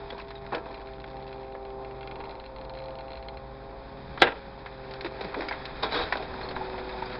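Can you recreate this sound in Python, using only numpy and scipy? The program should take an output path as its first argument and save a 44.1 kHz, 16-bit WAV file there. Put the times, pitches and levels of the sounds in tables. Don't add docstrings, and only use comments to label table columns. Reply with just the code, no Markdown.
import sys
import numpy as np
from scipy import signal
from scipy.fft import rfft, irfft, next_fast_len
from scipy.io import wavfile
from scipy.ndimage import uniform_filter1d

SR = 44100
rng = np.random.default_rng(int(sys.argv[2]) if len(sys.argv) > 2 else 0)


def materialize(psi):
    bounded = np.clip(np.atleast_2d(psi).T, -1, 1)
    quanta = np.round(bounded * 32767).astype(np.int16)
    wavfile.write(sys.argv[1], SR, quanta)


N = 317079
T = np.arange(N) / SR

# frequency [Hz], relative gain [dB]
KNOCK_SPECTRUM = [(60, -33.5), (180, -4.5), (320, 12.5), (720, 3), (1000, 2), (1180, -5.5), (1400, -2),
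                  (1750, -1.5), (2100, -3), (2550, -3.5), (2870, -12), (3750, -3.5), (4400, -7.5),
                  (5200, -14)]
# frequency [Hz], relative gain [dB]
SLAM_SPECTRUM = [(60, -50), (180, -12.5), (255, -1), (330, 1), (470, 5.5), (630, 4.5), (730, 0.5),
                 (1000, 5.5), (1170, -4), (1350, 2.5), (1620, 6), (2000, 0), (2550, -1), (2870, -4.5),
                 (3300, -6), (3750, -4.5), (4400, -15), (5200, -22.5)]


def undb(db):
    return 10 ** (np.asarray(db) / 20)


def unit(x):
    return x / np.sqrt(np.mean(x ** 2))


def attack_unit(x, size=220):
    return x / np.sqrt(uniform_filter1d(x ** 2, size).max())


def curves(table):
    times, *columns = np.transpose(table)
    return [np.interp(T, times, column) for column in columns]


def walk(rate):
    hold = int(SR / rate)
    steps = np.repeat(rng.standard_normal(N // hold + 1), hold)
    return 1.7 * uniform_filter1d(uniform_filter1d(steps, hold), hold)[:N]


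def colour(x, points):
    size = next_fast_len(len(x) + 2048) // 2 * 2
    hz, db = np.transpose(points)
    f = np.maximum(np.arange(size // 2 + 1) * SR / size, 1)
    gain_db = np.interp(np.log(f), np.log(hz), db)
    cepstrum = irfft(np.log(undb(gain_db)))
    cepstrum[1:size // 2] *= 2
    cepstrum[size // 2 + 1:] = 0
    response = np.exp(rfft(cepstrum))
    return irfft(rfft(x, size) * response)[:len(x)]


def band(x, lo_hz, hi_hz):
    return signal.sosfilt(signal.butter(2, [lo_hz, hi_hz], "band", fs=SR, output="sos"), x)


def fade(t, t60):
    return np.exp(-np.log(1000) * t / max(t60, .002))


def swell(t, rise, t60):
    rise = max(rise, .001)
    return np.minimum(t / rise, 1) * fade(np.maximum(t - rise, 0), t60)


def add(out, s, x):
    i = max(int(s * SR), 0)
    out[i:i + len(x)] += x[:len(out) - i]


def tone(turns, db):
    return np.sqrt(2) * undb(db) * np.sin(2 * np.pi * (turns + rng.random()))


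def machine(waver_db=0.73, throb_db=1.6):
    # time [s], piston rate [Hz]
    pump_speed = [(0, 133.6), (.5, 133.4), (.9, 132), (2.4, 131.8), (3.2, 132.7), (4.1, 135.2),
                  (4.5, 135.5), (4.8, 131.8), (5.9, 131.4), (6.6, 125.8), (7.19, 126)]
    beat_nulls = [-.5, .2, .77, 1.62, 2.42, 3.2, 3.77, 4.38, 5.45, 6.2, 6.87, 7.5]
    # time [s], levels of harmonics 2, 3, 4, 5, 6 [dB]
    whine_levels = [(0, -67, -44, -73, -49.5, -57), (.6, -60.5, -48, -59, -50.5, -54.5),
                    (.95, -58, -48.5, -53, -51.5, -52), (1.3, -55.5, -44, -49.5, -53, -48),
                    (1.75, -57, -42.5, -49, -53, -46.5), (2.3, -60, -45.5, -53.5, -54.5, -52),
                    (2.55, -58, -56.5, -46, -56.5, -59), (2.9, -75, -61.5, -41.5, -47, -50),
                    (3.2, -66, -54, -49.5, -49, -48.5), (3.7, -57.5, -50.5, -50.5, -55.5, -55.5),
                    (4.6, -60, -54, -51.5, -62, -56), (5.0, -58.5, -45, -48, -50, -50.5),
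                    (6.1, -56.5, -51.5, -54, -53, -54), (6.6, -53.5, -41, -47, -58, -53.5),
                    (7.19, -50, -43.5, -46.5, -54, -56)]
    # multiple of the piston rate [-], level [dB]
    pump_overtones = [(7, -70), (8, -61.5), (9, -78), (10, -72.5)]
    # multiple of the crank rate [-], level [dB]
    engine_orders = [(2, -55), (4, -65.5), (8, -64), (9, -65.5)]
    # time [s], level [dB]
    fan_levels = [(0, -51.5), (2.6, -50), (3.5, -47), (4.4, -52), (5.1, -50.5), (6.1, -49), (7.19, -48)]
    # multiple of the blade rate [-], level relative to the blade tone [dB]
    fan_overtones = [(2, -10.5), (4, -13)]
    pump_hum_db, engine_hum_db = -56.5, -58
    fan_ratio = 2.4

    pistons = np.cumsum(curves(pump_speed)[0]) / SR
    beats = np.interp(T, beat_nulls, np.arange(len(beat_nulls)))
    sixth_order = pistons - beats
    crank = sixth_order / 6
    pump_hum = undb(pump_hum_db) * np.sin(2 * np.pi * pistons)
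    engine_hum = undb(engine_hum_db) * np.sin(2 * np.pi * sixth_order)
    hum = np.sqrt(2) * (pump_hum - engine_hum)

    pistons = pistons + .004 * walk(25)
    harmonics = list(enumerate(curves(whine_levels), 2)) + list(pump_overtones)
    whine = sum(tone(k * pistons, db + waver_db * walk(11)) for k, db in harmonics)
    diesel = sum(tone(k * crank, db + throb_db * walk(9.3)) for k, db in engine_orders)

    blades = pistons / fan_ratio
    fan_db = curves(fan_levels)[0] + waver_db * walk(8)
    fan = tone(blades, fan_db) + sum(tone(k * blades, fan_db + db) for k, db in fan_overtones)
    return hum + whine + diesel + fan, pistons


def oil(pistons, ripple=0.31, flicker_db=1.2):
    # time [s], body roar [dB], valve hiss [dB]
    flow = [(0, -49, -52.5), (.36, -50, -58), (.7, -45.5, -55.5), (1.04, -49.5, -58), (1.65, -48.5, -58.5),
            (2.2, -42, -55), (2.5, -46.5, -58), (3.05, -45, -56.5), (3.7, -49, -57), (4.25, -46.5, -50),
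            (4.55, -47.5, -54.5), (5.1, -46, -50.5), (5.45, -41, -47), (5.75, -44.5, -47), (6.0, -40, -41),
            (6.25, -39, -45.5), (6.7, -41, -46), (7.19, -43, -44.5)]
    # frequency [Hz], relative gain [dB]
    roar_spectrum = [(20, 0.5), (45, -15), (100, -9), (200, -7.5), (290, -2), (450, 0.5), (620, -3),
                     (880, 2), (1060, -4.5), (1220, -9.5), (1700, -26.5), (3000, -44.5)]
    # frequency [Hz], relative gain [dB]
    hiss_spectrum = [(300, -20.5), (1000, -2.5), (1450, 4), (1750, 3), (2050, -0.5), (2500, 1), (2870, -14),
                     (3250, -6), (3700, -2.5), (4250, -5.5), (4600, -8), (5100, -8.5), (5600, -29)]
    body_db, valve_db = curves(flow)
    spurts = 1 + ripple * np.cos(2 * np.pi * pistons)
    roar = unit(colour(rng.standard_normal(N) * spurts, roar_spectrum))
    hiss = unit(colour(rng.standard_normal(N), hiss_spectrum))
    return roar * undb(body_db + 1.0 * walk(13)) + hiss * undb(valve_db + flicker_db * walk(70))


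def valve(pitch_hz=902, width_hz=42):
    song_levels = [(0, -60), (1.8, -67), (2.25, -52.5), (2.6, -55.5), (3.3, -61), (3.7, -68.5), (5.5, -62),
                   (7.19, -55)]
    ring = band(rng.standard_normal(N), pitch_hz - width_hz / 2, pitch_hz + width_hz / 2)
    return unit(ring) * undb(curves(song_levels)[0])


def blow(t60, tail_db, tail_t60):
    t = np.arange(SR // 2) / SR
    contact = rng.choice([-1, 1], len(t)) * fade(t, t60)
    tail = band(rng.standard_normal(len(t)), 160, 990) * fade(t, tail_t60)
    return contact + undb(tail_db) * tail


def panel(push, spectrum, ring_db):
    # frequency [Hz], relative level [dB], t60 [s]
    panel_modes = [(330, -8, .16), (432, -4, .3), (484, -3, .2), (637, -3, .2), (791, -4, .15),
                   (834, -5, .15), (915, -5, .2), (1039, -4, .2), (1343, -1.5, .2), (1603, -1, .22),
                   (1700, -8, .2), (1895, -7, .2), (2300, -8, .18), (2580, -7, .18), (2726, -11, .14),
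                   (3110, -10, .13), (3395, -12, .14), (3570, -14, .12), (3724, -11, .14), (3914, -14, .1),
                   (4760, -18, .12)]
    t = np.arange(SR // 3) / SR
    modes = 0
    for hz, db, t60 in panel_modes:
        modes = modes + undb(db) * fade(t, t60) * np.sin(2 * np.pi * (hz * t + rng.random()))
    ring = signal.fftconvolve(push, modes)[:len(push)]
    return colour(push, spectrum) + undb(ring_db) * ring


def slam():
    # start [s], attack level [dB], contact t60 [s], treble tilt of the blow [dB]
    strikes = [(4.2202, -6, 0.043, 3), (4.2253, -16.5, 0.07, -1), (4.2319, -18.5, 0.072, 1),
               (4.249, -27, 0.07, -6.5), (4.2708, -23, 0.1, -5), (4.279, -30, 0.075, -6),
               (4.321, -34, 0.057, -5)]
    out = np.zeros(N)
    for start_s, level_db, t60, treble_db in strikes:
        force = blow(t60, tail_db=-12.0, tail_t60=0.28)
        push = colour(force, [(1700, 0.0028), (3500, treble_db)])
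        add(out, start_s, undb(level_db) * attack_unit(panel(push, SLAM_SPECTRUM, ring_db=-54)))
    return out


def jolts(t, rate, scatter_db, t60):
    sizes = undb(scatter_db * np.clip(rng.standard_normal(len(t)), -2, 1.5))
    gaps = rng.uniform(.4, 1.6, len(t))
    starts = ((np.cumsum(gaps) - gaps[0]) * SR / rate).astype(int)
    starts = starts[starts < len(t)]
    contacts = np.zeros(len(t))
    contacts[starts] = sizes[:len(starts)]
    force = signal.fftconvolve(contacts, fade(t, t60))[:len(t)]
    return unit(force * rng.choice([-1, 1], len(t)))


def rattle(rate=170, scatter_db=3, contact_t60=0.0182):
    # start [s], attack level [dB], t60 of the run [s]
    start_s, level_db, t60 = (4.226, -32, 0.31)
    out, t = np.zeros(N), np.arange(SR // 3) / SR
    push = jolts(t, rate, scatter_db, contact_t60) * fade(t, t60)
    steel = band(colour(push, SLAM_SPECTRUM), 2300, 6300)
    add(out, start_s, undb(level_db) * attack_unit(steel))
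    return out


def judders(slip_rate=380, scatter_db=2.0, slip_t60=0.029, squeal_db=-7, squeal_width_hz=240):
    slips = [(0.513, 0.534, 0.17, -30.5, -19, 3900), (4.183, 4.201, 0.18, -42, 0.5, 3540),
             (4.214, 4.216, .02, -29, 2.5, 3470), (5.822, 5.833, 0.12, -27.5, -1.5, 3850),
             (5.833, 5.84, 0.15, -29, -8.5, 3520), (5.91, 5.91, .1, -43.5, 3, 3920),
             (5.922, 5.921, 0.11, -32.5, 0.5, 4030), (5.936, 5.947, 0.16, -29, -2.5, 3540),
             (5.955, 5.953, 0.2, -29.5, -1.5, 3830), (5.986, 5.986, 0.13, -32, -6, 3900),
             (6.011, 6.012, 0.19, -33.5, -1, 3850)]
    # frequency [Hz], relative gain [dB]
    panel_spectrum = [(60, -21), (180, -11.5), (300, 1), (480, -6.5), (720, -0.5), (1000, 3), (1180, 0),
                      (1350, 0.5), (1620, 4), (2100, -4), (2550, 1), (2870, -18.5), (3750, -8.5),
                      (5200, -25)]
    # frequency [Hz], relative gain [dB]
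    scrape_spectrum = [(1500, -38.5), (2400, -13), (2880, -18), (3300, -4.5), (3850, -1.5), (4100, -2.5),
                       (4350, -5), (4700, -7.5), (5200, -13.5)]
    crunch_tilt = [(280, 0.5), (500, 4.5), (1500, -4), (3500, -13.0)]
    out, t = np.zeros(N), np.arange(SR // 3) / SR
    for start_s, loudest_s, t60, level_db, scrape_db, pitch_hz in slips:
        push = jolts(t, slip_rate, scatter_db, slip_t60) * swell(t, loudest_s - start_s, t60)
        crunch = colour(panel(push, panel_spectrum, ring_db=-47), crunch_tilt)
        squeal = band(push, pitch_hz - squeal_width_hz / 2, pitch_hz + squeal_width_hz / 2)
        scrape = unit(colour(push, scrape_spectrum)) + undb(squeal_db) * unit(squeal)
        both = attack_unit(crunch, size=900) + undb(scrape_db) * attack_unit(scrape, size=900)
        add(out, start_s, undb(level_db) * both)
    return out


def knocks(spread=1.63, snap_share=0.85):
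    hits = [(0.1027, -37, 2300, 0.5, 0.041), (0.123, -35.5, 850, -9, .06), (0.18, -44.5, 1700, 10, 0.12),
            (0.198, -38.5, 1670, -6, 0.042), (0.213, -45, 4030, 4, 0.044), (0.283, -48, 1500, 11, 0.11),
            (0.305, -39.5, 1300, 2, 0.037), (0.314, -44, 1600, -7, 0.038), (0.3535, -47, 3500, 4, 0.035),
            (0.464, -42, 2000, -3, 0.022), (.522, -29.5, 750, -15, 0.12), (.548, -27, 710, -0.5, 0.052),
            (0.565, -32, 600, -23, 0.056), (0.581, -40.5, 1200, -6, .04), (0.657, -37, 850, -14.5, 0.051),
            (1.041, -39, 1890, -14, 0.028), (1.5505, -37.5, 1130, -17, 0.045),
            (4.175, -33.5, 1580, -15, .04), (4.66, -35, 1400, -8.5, 0.075), (4.91, -42, 4000, 3, 0.075),
            (4.937, -36.5, 1805, 7, 0.044), (5.009, -33, 2000, 7, 0.045), (5.046, -29.5, 560, -3, 0.093),
            (5.061, -35, 1700, -1, 0.076), (5.209, -31, 700, -2.5, 0.081), (5.245, -34.5, 400, -1.5, 0.082),
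            (5.343, -29, 1670, -13, 0.04), (5.362, -30, 402, -25, 0.28), (5.407, -30, 1460, -1, 0.054),
            (5.418, -33.5, 1300, -7, 0.13), (5.4844, -31.5, 2080, -4, 0.063), (5.51, -28, 1230, -12, 0.054),
            (5.523, -32, 1710, -10, 0.11), (5.654, -32, 1600, 15, 0.053), (5.9205, -32, 1000, 0, .04),
            (5.944, -31.5, 1500, -6, 0.046), (6.003, -29, 800, -8, 0.07), (6.1235, -20, 1400, -7, 0.048),
            (6.136, -29, 1700, -7.5, 0.055), (6.154, -27, 1007, -12, 0.037), (6.17, -33.5, 895, 1, 0.072),
            (6.196, -33.5, 560, -19, .09), (6.225, -38.5, 1100, 4, .06), (6.315, -39, 1200, -11, .04),
            (6.3395, -36.5, 1110, -12, .04), (6.412, -35, 1000, -2, 0.11), (6.487, -38, 1210, 2, 0.047),
            (6.51, -32.5, 900, -9, 0.063), (6.5637, -27.5, 1270, -16, 0.042), (6.697, -42, 1300, 6, 0.028),
            (6.741, -35.5, 1010, -17, .04), (6.779, -35, 900, -6, 0.12), (6.892, -38, 1800, 6, 0.027),
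            (6.944, -42.5, 1400, -15, 0.028), (7.023, -35, 1080, -9, 0.13), (7.1003, -39, 1510, -3, 0.041),
            (7.1515, -35.5, 1300, -5.5, 0.067)]
    out = np.zeros(N)
    for start_s, level_db, pitch_hz, click_db, t60 in hits:
        body = colour(blow(t60, tail_db=-14.0, tail_t60=0.24), KNOCK_SPECTRUM)
        snap = colour(blow(t60 * snap_share, tail_db=-21.5, tail_t60=0.15), KNOCK_SPECTRUM)
        thud = attack_unit(band(body, pitch_hz / spread, pitch_hz * spread))
        click = attack_unit(band(snap, 1200, 8300)) * undb(click_db)
        add(out, start_s, undb(level_db) * attack_unit(thud + click))
    return out


def ticks(scatter_db=1.0, crack_db=-4, crack_t60=0.0092, mode_lag_turns=0.12, detune=.003):
    # time [s], peak level before the seat's offset [dB]
    strikes = [(0.7417, -38), (0.7763, -42), (0.8709, -41), (0.9342, -38.5), (0.9997, -40), (1.1657, -41),
               (1.2241, -38.5), (1.278, -39.5), (1.327, -33), (1.3796, -42), (1.431, -42), (1.5218, -38.5),
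               (1.6501, -35.5), (1.703, -36.5), (1.8466, -34.5), (1.91, -36.5), (2.0083, -35.5),
               (2.0287, -35.5), (2.073, -33), (2.111, -33), (2.1559, -34), (2.2018, -35), (2.2099, -36.5),
               (2.2382, -36), (2.2529, -36), (2.2926, -35.5), (2.3084, -35), (2.352, -36), (2.3977, -34.5),
               (2.4392, -34.5), (2.4548, -38.5), (2.4608, -34.5), (2.5613, -36.5), (2.584, -37.5),
               (2.6119, -35.5), (2.6488, -40), (2.695, -34), (2.7366, -37.5), (2.7504, -39), (2.771, -36.5),
               (2.787, -35), (2.801, -40), (2.819, -40.5), (2.8385, -42), (2.857, -39), (2.883, -39),
               (2.9055, -40), (2.9533, -37.5), (2.986, -38), (3.007, -40), (3.081, -40), (3.1036, -39.5),
               (3.117, -41), (3.1316, -38.5), (3.154, -38), (3.1713, -40.5), (3.2255, -40), (3.2839, -36),
               (3.3705, -39)]
    # frequency [Hz], relative level [dB], t60 [s]
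    tick_modes = [(1450, 3.5, 0.043), (1780, -4, .025), (2130, 0.5, 0.05), (2240, 0.5, 0.043),
                  (2415, 1.5, 0.061), (2680, 0, 0.057), (3320, -5.5, 0.064), (3530, -7.5, 0.029),
                  (4020, 2.5, 0.025), (4100, 4.5, 0.045), (4226, 4.5, .04), (4850, -20.5, .02)]
    # time [s], level offset [dB], offset of the high modes [dB]
    seat = [(.7, 3, 2.5), (1.699, -3, -2), (2.051, 1.5, -7), (2.351, -1.5, 6), (3.3, 4.5, 3.5)]
    high_modes_hz = 3800
    bounce_s, bounce_db = 0.0038, -12
    strike_delay_s = 0.00099

    out, t = np.zeros(N), np.arange(SR // 12) / SR
    times, seat_db, bright_db = np.transpose(seat)
    for start_s, level_db in strikes:
        bright = np.interp(start_s, times, bright_db)
        ring = 0
        for hz, mode_db, t60 in tick_modes:
            size, lag, shift = rng.standard_normal(3)
            gain = undb(mode_db + bright * (hz > high_modes_hz) + scatter_db * size)
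            turns = hz * (1 + detune * shift) * t + mode_lag_turns * lag
            ring = ring + gain * fade(t, t60) * np.sin(2 * np.pi * turns)
        crack = band(rng.standard_normal(len(t)) * fade(t, crack_t60), 1600, 4400)
        add(crack, bounce_s * rng.uniform(.7, 1.6), undb(bounce_db) * crack)
        strike = band(attack_unit(ring) + undb(crack_db) * attack_unit(crack), 1100, 3900)
        peak = undb(level_db + np.interp(start_s, times, seat_db))
        add(out, start_s + strike_delay_s, peak * strike / np.abs(strike).max())
    return out


def clatter(rate=105, scatter_db=3.5, t60=0.028, crack_db=3, centre_hz=1996, spread_octaves=1.3):
    jiggle_levels = [(0, -54), (.3, -56), (.5, -53.5), (1.3, -51.5), (1.9, -69.5), (3.6, -65), (4.8, -56),
                     (5.4, -47.5), (5.7, -62), (6.1, -55), (6.7, -55.5), (7.19, -49)]
    out, t = np.zeros(N), np.arange(SR // 12) / SR
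    for start_s in np.flatnonzero(rng.random(N) < rate / SR) / SR:
        hz = centre_hz * 2 ** (spread_octaves * rng.uniform(-1, 1))
        ring = np.sin(2 * np.pi * hz * t) * fade(t, t60)
        crack = 2 * undb(crack_db) * rng.standard_normal(len(t)) * fade(t, t60 / 2)
        size = undb(scatter_db * np.clip(rng.standard_normal(), -2, 1.5))
        add(out, start_s, size * (ring + crack))
    return unit(colour(out, KNOCK_SPECTRUM)) * undb(curves(jiggle_levels)[0])


def squeaks(wobble=0.021):
    rubs = [(0.104, 3380, -38.5, .002, .04), (0.149, 975, -39, 0.0025, 0.036),
            (0.187, 1090, -36, 0.0037, 0.031), (0.199, 2600, -39, .002, 0.024),
            (0.354, 3770, -47, .002, 0.11), (5.047, 342, -34.5, 0.015, 0.075),
            (5.485, 2270, -32, 0.0014, 0.083), (5.486, 4850, -36, 0.0015, 0.043),
            (6.43, 4250, -41.5, 0.0044, 0.095), (6.485, 4300, -41, 0.0044, 0.059),
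            (6.553, 3860, -43.5, .005, 0.055), (6.607, 836, -32, 0.0064, 0.082),
            (6.741, 926, -36.5, .004, 0.09), (6.891, 1725, -40, .004, 0.056),
            (6.922, 3630, -43, .005, 0.032), (6.943, 765, -37.5, 0.0046, .06),
            (7.021, 890, -24.5, 0.0041, 0.034), (7.054, 4850, -44.5, 0.0037, 0.044)]
    out, t = np.zeros(N), np.arange(SR // 6) / SR
    for start_s, pitch_hz, level_db, rise_s, t60 in rubs:
        pitch = pitch_hz * (1 + wobble * walk(440)[:len(t)])
        add(out, start_s, tone(np.cumsum(pitch) / SR, level_db) * swell(t, rise_s, t60))
    return out


def shake(wobble=0.11, bump_rise_s=.017):
    # time [s], level [dB]
    shake_levels = [(0, -56.5), (2.9, -66.5), (3.2, -59), (3.7, -55.5), (4.1, -47.5), (4.8, -58.5),
                    (5.3, -56), (5.7, -54), (6.35, -47), (6.75, -48.5), (7.19, -54.5)]
    # frequency [Hz], relative gain [dB]
    shake_spectrum = [(12, -3.5), (25, -9.5), (65, -1), (110, -8.5), (170, -3), (260, -6.5), (500, -41.5)]
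    # start [s], rms level at the top of the swell [dB], pitch [Hz], t60 [s]
    bumps = [(0.531, -49, 45, .3), (3.15, -44, 62, .25), (3.37, -44, 68, .2), (3.54, -52, 42, .3),
             (3.881, -46, 72, .2), (4.06, -48, 80, .25), (4.12, -45, 70, .25), (4.22, -41, 130, .14),
             (4.216, -41.5, 75, .25), (5.231, -41, 165, .16), (5.72, -41, 28, .22), (5.98, -39, 33, .25),
             (6.02, -42, 78, .2), (6.28, -45, 75, .25), (6.429, -46, 65, .25)]
    rumble = unit(colour(rng.standard_normal(N), shake_spectrum))
    out = rumble * undb(curves(shake_levels)[0] + 2 * walk(14.0))
    t = np.arange(SR // 3) / SR
    for start_s, level_db, pitch_hz, t60 in bumps:
        pitch = pitch_hz * (1 + wobble * walk(80)[:len(t)])
        add(out, start_s, tone(np.cumsum(pitch) / SR, level_db) * swell(t, bump_rise_s, t60))
    return out


def scene():
    drone, pistons = machine()
    hits = slam() + rattle() + judders() + knocks() + ticks() + clatter() + squeaks()
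    return (drone + oil(pistons) + valve() + hits + shake())[None]


def record(dry, dull_above_hz=5300, top_hz=16000):
    narrow = signal.sosfilt(signal.ellip(8, .5, 70, dull_above_hz, fs=SR, output="sos"), dry)
    clipped = np.clip(narrow, -.8, .8)
    return signal.sosfilt(signal.ellip(8, .2, 70, top_hz, fs=SR, output="sos"), clipped)


dry = scene()
out = record(dry)
materialize(out)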